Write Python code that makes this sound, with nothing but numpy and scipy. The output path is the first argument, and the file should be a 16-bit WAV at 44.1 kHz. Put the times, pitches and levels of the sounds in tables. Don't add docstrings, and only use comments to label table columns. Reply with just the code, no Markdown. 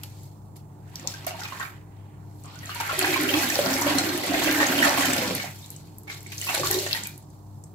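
import sys
import numpy as np
from scipy import signal
from scipy.fft import rfft, irfft, next_fast_len
from scipy.io import wavfile

SR = 44100
rng = np.random.default_rng(int(sys.argv[2]) if len(sys.argv) > 2 else 0)


def digitize_waveform(pressure):
    field = np.atleast_2d(pressure).T
    bounded = np.clip(field, -1, 1)
    quanta = np.round(bounded * 32767).astype(np.int16)
    wavfile.write(sys.argv[1], SR, quanta)


N = 341334


def stream():
    # time_s, level_db, plunge_depth (0-1), spray_above_stream_db
    flow = [(0.0, -56, 1, 5), (0.24, -66.5, 0.4, 14.5), (0.4, -77.5, 0, 11), (0.8, -69, 0, 1),
            (0.99, -47.5, 0.95, -0.5), (1.22, -49.5, 0.97, -5), (1.4, -42, 0.67, -0.5), (1.65, -42, 0, -1),
            (1.83, -63.5, 0, -3), (2.15, -62.5, 0, -9), (2.39, -71, 0.2, 15.5), (2.48, -51.5, 0.3, -4),
            (2.63, -46, 0.45, 0), (2.82, -32.5, 0.13, -2.5), (2.95, -30.5, 0.2, -2.5),
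            (3.02, -26, 0.69, -2), (3.5, -29.5, 0.89, 3.5), (3.97, -27.5, 1, -0.5), (4.24, -32, 0.99, 1),
            (4.45, -24.5, 0.75, -1), (5.02, -25.5, 0.85, 0), (5.33, -31, 0.92, 1.5), (5.47, -37.5, 0.3, 0),
            (5.58, -56.5, 0, 11.5), (5.86, -65.5, 0.2, 12), (6.06, -71, 0, 11), (6.25, -56, 0.2, 6),
            (6.43, -47, 0.66, 15.5), (6.5, -32, 0.07, 5), (6.6, -32.5, 0.27, 5), (6.75, -33, 0.88, 7),
            (6.86, -38, 0.35, 7), (6.98, -34, 0.43, 1), (7.09, -49.5, 0, 7), (7.26, -77, 0.07, 16.5),
            (7.74, -76.5, 0.5, 13.5)]
    # low_hz, high_hz, base_rate_per_s, ring_cycles, spread_db,
    # fall_db (per squared octave from the commonest pitch)
    gurgle = (133.3, 462.7, 380, 47, 2.1, 22)
    medium = (520, 1330, 1200, 20.0, 2.8, 10.0)
    small = (1400, 5200, 5000, 26.0, 2.9, 7.0)
    spray = (3920, 21000, 14000, 9.4, 2.3, 2.4)
    # time_s, pitch_hz
    gurgle_pitch = [(2.8, 230), (2.95, 384), (3.6, 263), (4.5, 305), (5.5, 227), (6.5, 440), (6.62, 420),
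                    (6.72, 375), (6.85, 365), (6.97, 215)]
    small_pitch = [(0, 2300), (1.65, 2170), (1.8, 1700), (2.35, 1700), (2.5, 2180), (3.3, 2430),
                   (4.2, 2130), (4.7, 1930), (5.3, 2280), (6.3, 2550), (6.7, 2070), (7.1, 2560)]
    flow_db, depth, spray_above_db = in_time(flow)
    gurgle_floor, medium_floor = from_db(2 * np.array([-56, -70.5]))
    gurgle_power = from_db(2 * (flow_db + np.interp(depth, [0, 1], [-20, -0.99]))) + gurgle_floor
    balance_db = np.array([np.interp(depth, [0, 1], [-16, -0.19]), np.zeros(N), spray_above_db])
    steady_power = from_db(2 * (flow_db + balance_db))
    steady_power[0] += medium_floor
    plunge_hz = np.interp(depth, [0, 0.5], [1050, 620])
    octaves = np.log2([plunge_hz, in_time(small_pitch)[0], np.full(N, 8000)])
    octaves += 0.39 * np.array([drift(3.36) for _ in range(3)])
    splash_power, pitch_pull = splashes([medium, small, spray])
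    power = steady_power + splash_power
    medium_db, small_db, spray_db = 10 * np.log10(power)
    medium_hz, small_hz, spray_hz = 2 ** ((steady_power * octaves + pitch_pull) / power)
    gurgle_db, gurgle_hz = 10 * np.log10(gurgle_power), in_time(gurgle_pitch)[0]
    clumping = drift(60)
    return (bubble_cloud(gurgle, gurgle_db - 3.1, 1.3 * drift(6.9), gurgle_hz, pitch_count=14)
            + bubble_cloud(medium, medium_db - 3.2 + 1.36 * drift(3.6), 2.3 * clumping, medium_hz)
            + bubble_cloud(small, small_db - 3.3, 2.5 * clumping, small_hz)
            + bubble_cloud(spray, spray_db - 3.4, 3.6 * clumping, spray_hz))


def splashes(kinds, attack_s=0.003):
    # start_s, level_db, t60_s, brightness_db (step to the next smaller kind), pitch_hz
    gushes = [(0.033, -35.5, 0.022, 1.5, 9000), (0.555, -58.5, 0.17, 9, 7500), (1.04, -56, 0.13, -19, 650),
              (1.072, -41, 0.58, 3.5, 5800), (1.264, -33.5, 0.15, 5, 750), (1.39, -46, 0.26, 6, 1400),
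              (1.431, -35.5, 0.19, 0, 2400), (1.52, -39.5, 0.54, -1.5, 1100),
              (1.601, -39, 0.18, -0.5, 1580), (2.44, -53.5, 0.68, -8.5, 1900),
              (2.799, -25, 0.063, -1.5, 930), (2.9, -38, 0.11, -7, 1280), (3.04, -40, 0.18, -8, 1710),
              (3.12, -29.5, 0.25, -2.5, 2300), (3.33, -31, 0.81, -1.5, 2720), (3.59, -43, 0.05, -9.5, 580),
              (3.86, -27.5, 0.2, 1.5, 2004), (3.97, -30, 0.23, 3, 3220), (4.33, -34, 0.17, 3, 2010),
              (4.45, -32.5, 0.57, 3, 1900), (4.6, -23.5, 0.53, 1, 1820), (4.832, -23.5, 0.44, -2, 1850),
              (4.85, -29, 0.25, -4, 793), (4.99, -28, 1, 4.5, 2190), (6.07, -48, 0.2, -1, 2150),
              (6.092, -43, 0.32, 6, 2600), (6.112, -44, 0.32, 7.5, 3600), (6.317, -36.5, 0.062, 7, 2520),
              (6.411, -40.5, 0.12, 8, 2980), (6.481, -33.5, 0.2, -1, 2600), (6.543, -26.5, 0.083, 6, 2200),
              (6.63, -40.5, 0.34, -2, 1160), (6.86, -34, 0.082, 3, 1500), (6.92, -39, 0.34, 2, 4300)]
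    power, pitch_pull = np.zeros((2, 3, N + SR))
    t = np.arange(SR // 2) / SR
    for start_s, level_db, t60_s, brightness_db, hz in gushes:
        envelope = from_db(-120 * t / t60_s) * (1 - np.exp(-t / attack_s)) ** 2
        kind_db = level_db + brightness_db * np.array([[-1], [0], [1]])
        burst = from_db(2 * kind_db) * envelope / envelope.max()
        i = round(start_s * SR)
        power[:, i:i + len(t)] += burst
        pitch_pull[:, i:i + len(t)] += burst * np.log2([[np.clip(hz, *kind[:2])] for kind in kinds])
    return power[:, :N], pitch_pull[:, :N]


def bubble_cloud(kind, level_db, clumps_db, common_hz, pitch_count=12, max_lag_samples=14):
    low_hz, high_hz, base_rate_per_s, ring_cycles, spread_db, fall_db = kind
    birth_chance = base_rate_per_s * from_db(clumps_db) / SR
    born = np.flatnonzero(rng.random(N) < birth_chance)
    kicks = from_db(spread_db * np.minimum(rng.exponential(1, N)[born], 5))
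    kicks *= 2 * rng.integers(0, 2, N)[born] - 1
    pitch_index = rng.integers(0, pitch_count, N)[born]
    lags = rng.integers(-max_lag_samples, max_lag_samples + 1, N)[born]
    pitches = np.geomspace(low_hz, high_hz, num=pitch_count)
    gains = from_db(-fall_db * np.log2(pitches[:, None] / common_hz[born]) ** 2) + from_db(-16)
    power = np.mean(gains ** 2, axis=0) * np.mean(kicks ** 2) * np.mean(birth_chance)
    strength = kicks * from_db(level_db[born]) / np.sqrt(power)
    out = np.zeros((2, N))
    for k, hz in enumerate(pitches):
        clicks, chosen = np.zeros((2, N)), pitch_index == k
        swarm = from_db(2.2 * drift(25, born[chosen]))
        heights = (strength * gains[k])[chosen] * swarm
        clicks[0, born[chosen]] = clicks[1, (born + lags)[chosen] % N] = heights
        out += bubble(clicks, hz, ring_cycles)
    return highpass(out, 0.54 * low_hz)


def bubble(clicks, hz, ring_cycles):
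    radii = from_db(-60 * hz / SR / np.array([3.8, ring_cycles]))
    w = 2 * np.pi * min(hz, .45 * SR) / SR
    resonators = [[1, 0, 0, 1, -2 * r * np.cos(w), r * r] for r in radii]
    response = signal.sosfilt(resonators, signal.unit_impulse(12000))
    return signal.sosfilt(resonators, clicks + 1e-18) / np.sqrt(np.sum(response ** 2))


def plops():
    # start_s, level_db, pitch_hz
    bubbles = [(0.94, -37, 930), (1.043, -29, 527), (1.056, -36, 785), (1.138, -30, 1540),
               (1.268, -17.5, 652), (1.269, -26, 2210), (1.307, -25, 2740), (1.29, -28, 702),
               (1.309, -24.5, 710), (1.345, -27, 890), (1.387, -27.5, 750), (1.402, -28, 810),
               (1.415, -28.5, 1430), (1.452, -23, 2410), (1.522, -24, 1040), (1.598, -24, 1050),
               (1.604, -20.5, 1830), (1.607, -33, 1380), (1.612, -23.5, 1520), (1.624, -26, 1280),
               (1.628, -27, 1760), (1.626, -25.5, 3610), (1.65, -30, 2310), (2.556, -35, 1420),
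               (2.631, -30, 1870), (2.692, -25.5, 1196), (2.694, -25.5, 1490), (2.715, -25, 2820),
               (2.669, -30, 4100), (2.698, -29, 4300), (2.753, -25, 4300), (2.756, -22, 935),
               (2.801, -14.5, 874), (2.811, -25, 2430), (2.893, -18.5, 1333), (2.894, -21.5, 1056),
               (2.918, -20, 2520), (2.929, -19.5, 608), (2.991, -14, 3140), (3.0, -14, 4300),
               (3.022, -18, 700), (3.042, -16, 886), (3.043, -13, 2460), (3.046, -12, 1694),
               (3.14, -10.5, 2310), (3.159, -11, 1017), (3.288, -14, 2770), (3.291, -11, 3080),
               (3.338, -9, 2540), (3.339, -9, 3250), (3.409, -18.5, 779), (3.425, -17, 4300),
               (3.43, -17.5, 1546), (3.499, -17, 1794), (3.521, -17.5, 2530), (3.59, -6, 563),
               (3.662, -16.5, 667), (3.752, -12, 520), (3.817, -16, 935), (3.865, -10.5, 570),
               (3.878, -20, 2400), (3.882, -13, 3280), (3.984, -7, 4150), (3.985, -8, 5530),
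               (3.987, -19, 1430), (4.091, -14, 4130), (4.108, -30, 1810), (4.217, -31, 2470),
               (4.235, -19, 2030), (4.318, -17, 676), (4.338, -14, 705), (4.342, -11.5, 2080),
               (4.343, -15, 1800), (4.414, -16, 660), (4.473, -13, 604), (4.473, -14, 2620),
               (4.489, -12.5, 1570), (4.521, -23, 4180), (4.599, -12.5, 745), (4.601, -11, 1830),
               (4.62, -8.5, 532), (4.617, -11.5, 1834), (4.629, -13, 1765), (4.78, -24, 1480),
               (4.789, -11, 3040), (4.824, -12, 1536), (4.826, -5.5, 1830), (4.872, -11.5, 568),
               (4.98, -16.5, 670), (5.002, -16, 540), (5.044, -16, 730), (5.102, -21, 678),
               (5.032, -15.5, 1700), (5.053, -11, 3010), (5.181, -18, 537), (5.2, -31, 537),
               (5.219, -12.5, 500), (5.308, -13, 482), (5.398, -19, 2190), (5.441, -24.5, 700),
               (5.627, -34, 3670), (5.643, -32, 3900), (5.74, -37.5, 2980), (6.078, -24, 2214),
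               (6.098, -21, 2093), (6.118, -24, 3870), (6.262, -36.5, 2190), (6.32, -27.5, 2490),
               (6.323, -33, 3760), (6.413, -21.5, 2910), (6.423, -28, 2020), (6.469, -30, 1050),
               (6.474, -18, 2580), (6.487, -19, 940), (6.488, -25, 1440), (6.53, -23, 906),
               (6.567, -21, 823), (6.489, -13.5, 2700), (6.495, -23, 720), (6.515, -25, 740),
               (6.542, -19, 635), (6.546, -30, 2620), (6.542, -29, 1455), (6.549, -25, 2200),
               (6.574, -19, 540), (6.596, -14.5, 543), (6.633, -13.5, 1117), (6.652, -24, 1390),
               (6.668, -31, 1630), (6.67, -12, 4270), (6.66, -24, 1100), (6.701, -21, 760),
               (6.709, -19, 1860), (6.715, -25, 1050), (6.83, -23, 560), (6.725, -24, 1800),
               (6.743, -14, 3780), (6.786, -17, 4140), (6.863, -23, 1803), (6.864, -19.5, 578),
               (6.91, -19, 2680), (6.911, -23, 3560), (6.947, -27, 870), (6.948, -18, 1846),
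               (6.972, -28, 870), (6.985, -38, 930), (7.055, -24.5, 2380)]
    return rising_tones(bubbles, t60_s=0.048, rise=2.07, attack_s=0.00068, rough=0.5, spread_db=4.5)


def glugs_and_rumble():
    # start_s, level_db, pitch_hz
    swells = [(2.977, -20, 370), (3.032, -12.5, 315), (3.078, -17, 372), (3.125, -14, 322),
              (3.192, -15, 299), (3.232, -24, 313), (3.271, -13, 306), (3.334, -7, 299),
              (3.367, -10.5, 310), (3.435, -14.5, 240), (3.501, -22.5, 307), (3.705, -13, 271),
              (3.846, -11.5, 275), (3.885, -14, 300), (3.95, -7, 276), (4.036, -17.5, 293),
              (4.147, -24, 290), (4.295, -8.5, 285), (4.333, -15, 300), (4.368, -14.5, 283),
              (4.41, -22, 280), (4.453, -11, 304), (4.49, -12.5, 304), (4.522, -15.5, 289),
              (4.555, -14, 297), (4.579, -13, 288), (4.609, -15.5, 300), (4.692, -8, 247),
              (4.813, -12, 255), (4.846, -12, 273), (4.879, -18, 294), (4.982, -13, 275),
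              (5.077, -8.5, 253), (5.13, -16, 240), (5.185, -13.5, 237), (5.302, -13.5, 181),
              (6.605, -16.5, 379), (6.61, -22, 144), (6.66, -21, 148), (6.72, -24, 146), (6.635, -24, 371),
              (6.665, -26.5, 370), (6.703, -14, 383), (6.746, -12.5, 380.4), (6.763, -9, 383),
              (6.815, -27.5, 382), (6.84, -23.5, 398)]
    return rising_tones(swells, t60_s=0.088, rise=0.23, attack_s=0.0069, rough=0.25, spread_db=1.5)


def rising_tones(rows, t60_s, rise, attack_s, rough, spread_db, damped_above_hz=1620):
    out, t = np.zeros((2, N + 6100)), np.arange(6000) / SR
    for start_s, level_db, hz in rows:
        pan_db = spread_db * rng.standard_normal()
        flutter = signal.lfilter([1], [1, -np.exp(-hz / SR)], rng.standard_normal(len(t)))
        damping = max(1, hz / damped_above_hz)
        envelope = from_db(level_db - 2.5 - 60 * t / t60_s * damping) * (1 - np.exp(-t / attack_s))
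        sine = np.sin(2 * np.pi * hz * (t + rise * t ** 2))
        tone = envelope * (1 + rough * rms_one(flutter)) * sine
        i = round(start_s * SR)
        out[:, i:i + len(t)] += tone * pan(pan_db)
    return out[:, :N]


def ticks():
    # start_s, level_db, pitch_hz
    drops = [(0.034, -31, 11500), (0.037, -52, 3500), (0.232, -47, 11300), (0.566, -40, 11500),
             (0.956, -26.5, 5660), (0.996, -36, 7000), (1.073, -16, 6160), (1.139, -34, 5700),
             (1.246, -39, 5650), (1.266, -22.5, 14200), (1.405, -34, 6500), (1.42, -37, 5800),
             (1.4345, -28, 4450), (1.597, -32, 7870), (2.437, -39, 9400), (2.456, -41, 7800),
             (2.556, -41, 7190), (2.589, -35, 5800), (2.657, -32, 7800), (2.747, -30, 11700),
             (2.81, -29, 12000), (2.8744, -34, 12200), (2.9268, -35, 8000), (2.991, -12.5, 11900),
             (3.026, -19, 4630), (3.058, -29, 12200), (3.1173, -26, 11700), (3.1393, -25, 11300),
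             (3.211, -22, 11300), (3.232, -23, 12000), (3.3404, -23, 5570), (3.3797, -32, 12600),
             (3.4047, -40, 12300), (3.4426, -31, 12800), (3.4621, -36, 11800), (3.487, -26, 13300),
             (3.5007, -17.5, 7200), (3.5547, -18, 5030), (3.5962, -30, 14500), (3.66, -21, 5300),
             (3.709, -25, 7600), (3.7382, -18, 5900), (3.7843, -26, 11500), (3.8123, -20, 12100),
             (3.82, -20, 6200), (3.9843, -14, 7400), (4.176, -28, 12600), (4.263, -26, 11300),
             (4.3954, -28, 12400), (4.511, -22, 5680), (4.5251, -25, 14100), (4.5875, -27, 12700),
             (4.667, -18.5, 6700), (4.8075, -37, 13000), (4.8938, -18, 5700), (4.9856, -24.5, 11200),
             (5.056, -20, 12000), (5.133, -16, 7960), (5.35, -21.5, 12500), (5.422, -30, 5500),
             (5.66, -36, 8700), (5.703, -31.5, 11900), (5.714, -44, 12000), (5.7625, -34.5, 8200),
             (5.983, -36, 12600), (6.033, -45, 12100), (6.2064, -41, 8000), (6.229, -40, 12100),
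             (6.267, -36.5, 7800), (6.322, -47, 5860), (6.38, -25, 5950), (6.414, -22.5, 8350),
             (6.4475, -29, 12600), (6.5084, -25, 12200), (6.548, -18, 10600), (6.579, -28, 7590),
             (6.596, -22, 6960), (6.646, -24, 7430), (6.6706, -19, 7060), (6.711, -14.5, 11800),
             (6.729, -23, 6100), (6.7403, -23, 12400), (6.744, -23, 6000), (6.788, -27, 6950),
             (6.809, -32, 6900), (6.8386, -37, 7200), (6.863, -28, 7000), (6.8746, -27, 7460),
             (6.9288, -13, 4430), (6.9479, -33, 11700), (7.0042, -40, 7800), (7.035, -26, 7800),
             (7.0707, -27, 14300), (7.1775, -38.5, 11800), (7.224, -50, 8100), (7.302, -50, 8000),
             (7.638, -38, 7800)]
    out, t = np.zeros((2, N + 1000)), np.arange(1000) / SR
    envelope = np.exp(-t / 0.0019) * (1 - np.exp(-t / 0.00034)) ** 2
    noises = rng.standard_normal((len(drops), 2, len(t)))
    pans_db = rng.normal(0, 0.94, len(drops))
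    for (start_s, level_db, hz), noise, pan_db in zip(drops, noises, pans_db):
        burst = highpass(noise * envelope, min(0.82 * hz, 6460), order=4)
        tone = ring(burst, hz, t60_s=7.5 / hz)
        tick = burst / np.abs(burst).max() + 1.56 * tone / np.abs(tone).max()
        i = round(start_s * SR)
        out[:, i:i + len(t)] += from_db(level_db + 5) * pan(pan_db) * tick
    return out[:, :N]


def bathroom(flow, drops, drop_echo_db=-1):
    # centre_hz, width_hz, gain_db, left_minus_right_db
    colour = [(221.4, 30, -12, 0), (297, 43.5, 3.5, -2.5), (467, 36, -9.5, 5), (601, 26, -6.5, -1.5),
              (1100, 2120, -3.5, -1.5), (1830, 1460, 2.5, -2), (4300, 310, 0.1, 12.5), (7800, 3470, 11, 13),
              (8520, 6220, -15, -12), (11800, 4800, 4.5, 2)]
    shares = from_db([15.7 * drift(4.9) for _ in range(3)])
    shares /= np.sqrt(np.sum(shares ** 2, axis=0))
    send = (flow + from_db(drop_echo_db) * drops).mean(axis=0)
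    echoes = sum(signal.fftconvolve((share * send)[None], tile_echo(), axes=1)[:, :N] for share in shares)
    out = flow + drops + echoes
    for centre_hz, width_hz, gain_db, pan_db in colour:
        w = 2 * np.pi * centre_hz / SR
        alpha, turn = np.sin(w) * width_hz / centre_hz / 2, -2 * np.cos(w)
        root_gains = np.sqrt(from_db(gain_db) * pan(pan_db)[:, 0])
        for side, a in zip(out, root_gains):
            side[:] = signal.lfilter([1 + alpha * a, turn, 1 - alpha * a],
                                     [1 + alpha / a, turn, 1 - alpha / a], side)
    return out


def tile_echo():
    # frequency_hz, t60_s
    decay_times = [(100, .4), (1000, .3), (4000, .22), (12000, .16)]
    # frequency_hz, level_db
    echo_levels = [(250, -5.5), (500, -0.5), (1000, 0.5), (4000, -2), (12000, -3.5)]
    size = SR // 2
    hz, noise = stereo_noise(size)
    t, out = np.arange(size) / SR, 0
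    for centre_hz in 62.5 * 2. ** np.arange(9):
        octaves_off = np.clip(np.log2(np.maximum(hz, 1) / centre_hz), -1, 1)
        band = irfft(noise * np.cos(octaves_off * np.pi / 2) ** 2, size)
        decay = from_db(-60 * t / at_hz(decay_times, centre_hz)) * (t > .002)
        out += band * decay / np.sqrt(np.sum(decay ** 2)) * from_db(at_hz(echo_levels, centre_hz))
    return out


def motor_hum():
    # pitch_hz, rms_db, left_minus_right_db
    tones = [(99.9, -46.5, 3.5), (303, -60, -7.5)]
    t = np.arange(N) / SR
    return sum(from_db(rms_db + 2.2 * drift(4.6)) * pan(pan_db) * np.sqrt(2) * np.sin(2 * np.pi * hz * t)
               for hz, rms_db, pan_db in tones)


def room_air(rms_db=-55):
    # frequency_hz, relative_db
    spectrum = [(15, -74), (25, -46), (48, -20.5), (78, -6), (108, -12), (249, -28.5), (309, -59),
                (354, -7.5), (503, -17.5), (887, -12), (1520, -33.5), (3080, -52), (7310, -34.5),
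                (12200, -41), (16000, -32.5)]
    # frequency_hz, left_minus_right_db
    balance = [(300, -3), (600, -8), (2500, -11), (4000, 0)]
    # centre_hz, width_hz, rms_db
    modes = [(60.4, 9.1, -66.5), (143.7, 39, -49.5), (161, 93, -69.5), (208.5, 15, -64.5)]
    size = next_fast_len(N)
    hz, noise = stereo_noise(size)
    shape = from_db(at_hz(spectrum, hz)) * pan(at_hz(balance, hz))
    air = from_db(rms_db) * rms_one(irfft(noise * shape, size))
    for centre_hz, width_hz, mode_db in modes:
        resonance = 1 / (1 + (2 * (hz - centre_hz) / width_hz) ** 2)
        air += from_db(mode_db) * rms_one(irfft(noise * resonance, size))
    return air[:, :N]


def stereo_noise(size):
    # frequency_hz, left_right_correlation
    likeness = [(60, 0.94), (200, 1), (350, 1), (640, 0.46), (1400, 0.1), (3100, -0.74), (15000, 0.18)]
    hz = np.fft.rfftfreq(size, 1 / SR)
    alike = np.clip(at_hz(likeness, hz), -1, 1)
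    mid, side = rfft(rng.standard_normal((2, size)))
    return hz, (np.sqrt(1 + alike) * mid + np.sqrt(1 - alike) * side * [[1], [-1]]) / np.sqrt(2)


def drift(rate_hz, at=None):
    hop = 40
    r = np.exp(-2 * np.pi * rate_hz * hop / SR)
    slow = signal.lfilter([1], [1, -2 * r, r * r], rng.standard_normal(N // hop + 2002))[2000:]
    samples = np.arange(N) if at is None else at
    return np.interp(samples / hop, np.arange(len(slow)), rms_one(slow))


def ring(drive, hz, t60_s):
    r, w = from_db(-60 / (t60_s * SR)), 2 * np.pi * min(hz, .45 * SR) / SR
    return signal.lfilter([0, np.sin(w)], [1, -2 * r * np.cos(w), r * r], drive + 1e-18)


def highpass(x, hz, order=2):
    return signal.sosfilt(signal.butter(order, hz, "high", fs=SR, output="sos"), x)


def in_time(rows):
    times_s, *columns = np.transpose(rows)
    return [np.interp(np.arange(N) / SR, times_s, column) for column in columns]


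def at_hz(points, hz):
    points_hz, values = np.transpose(points)
    return np.interp(np.log(np.maximum(hz, 1)), np.log(np.maximum(points_hz, 1)), values)


def pan(left_minus_right_db):
    return from_db(left_minus_right_db * np.array([[.5], [-.5]]))


def from_db(db):
    return 10 ** (np.asarray(db) / 20)


def rms_one(x):
    return x / np.sqrt(np.mean(x ** 2) + 1e-20)


def scene():
    drops = plops() + ticks()
    flow = stream()
    return bathroom(flow, drops + glugs_and_rumble()) + motor_hum() + room_air()


def record(dry):
    spaced = np.array([dry[0], np.roll(dry[1], 8)])
    top_cut = signal.cheby2(14, 70, 16536, fs=SR, output="sos")
    return signal.sosfilt(top_cut, highpass(spaced, 40))


dry = scene()
out = record(dry)
digitize_waveform(out)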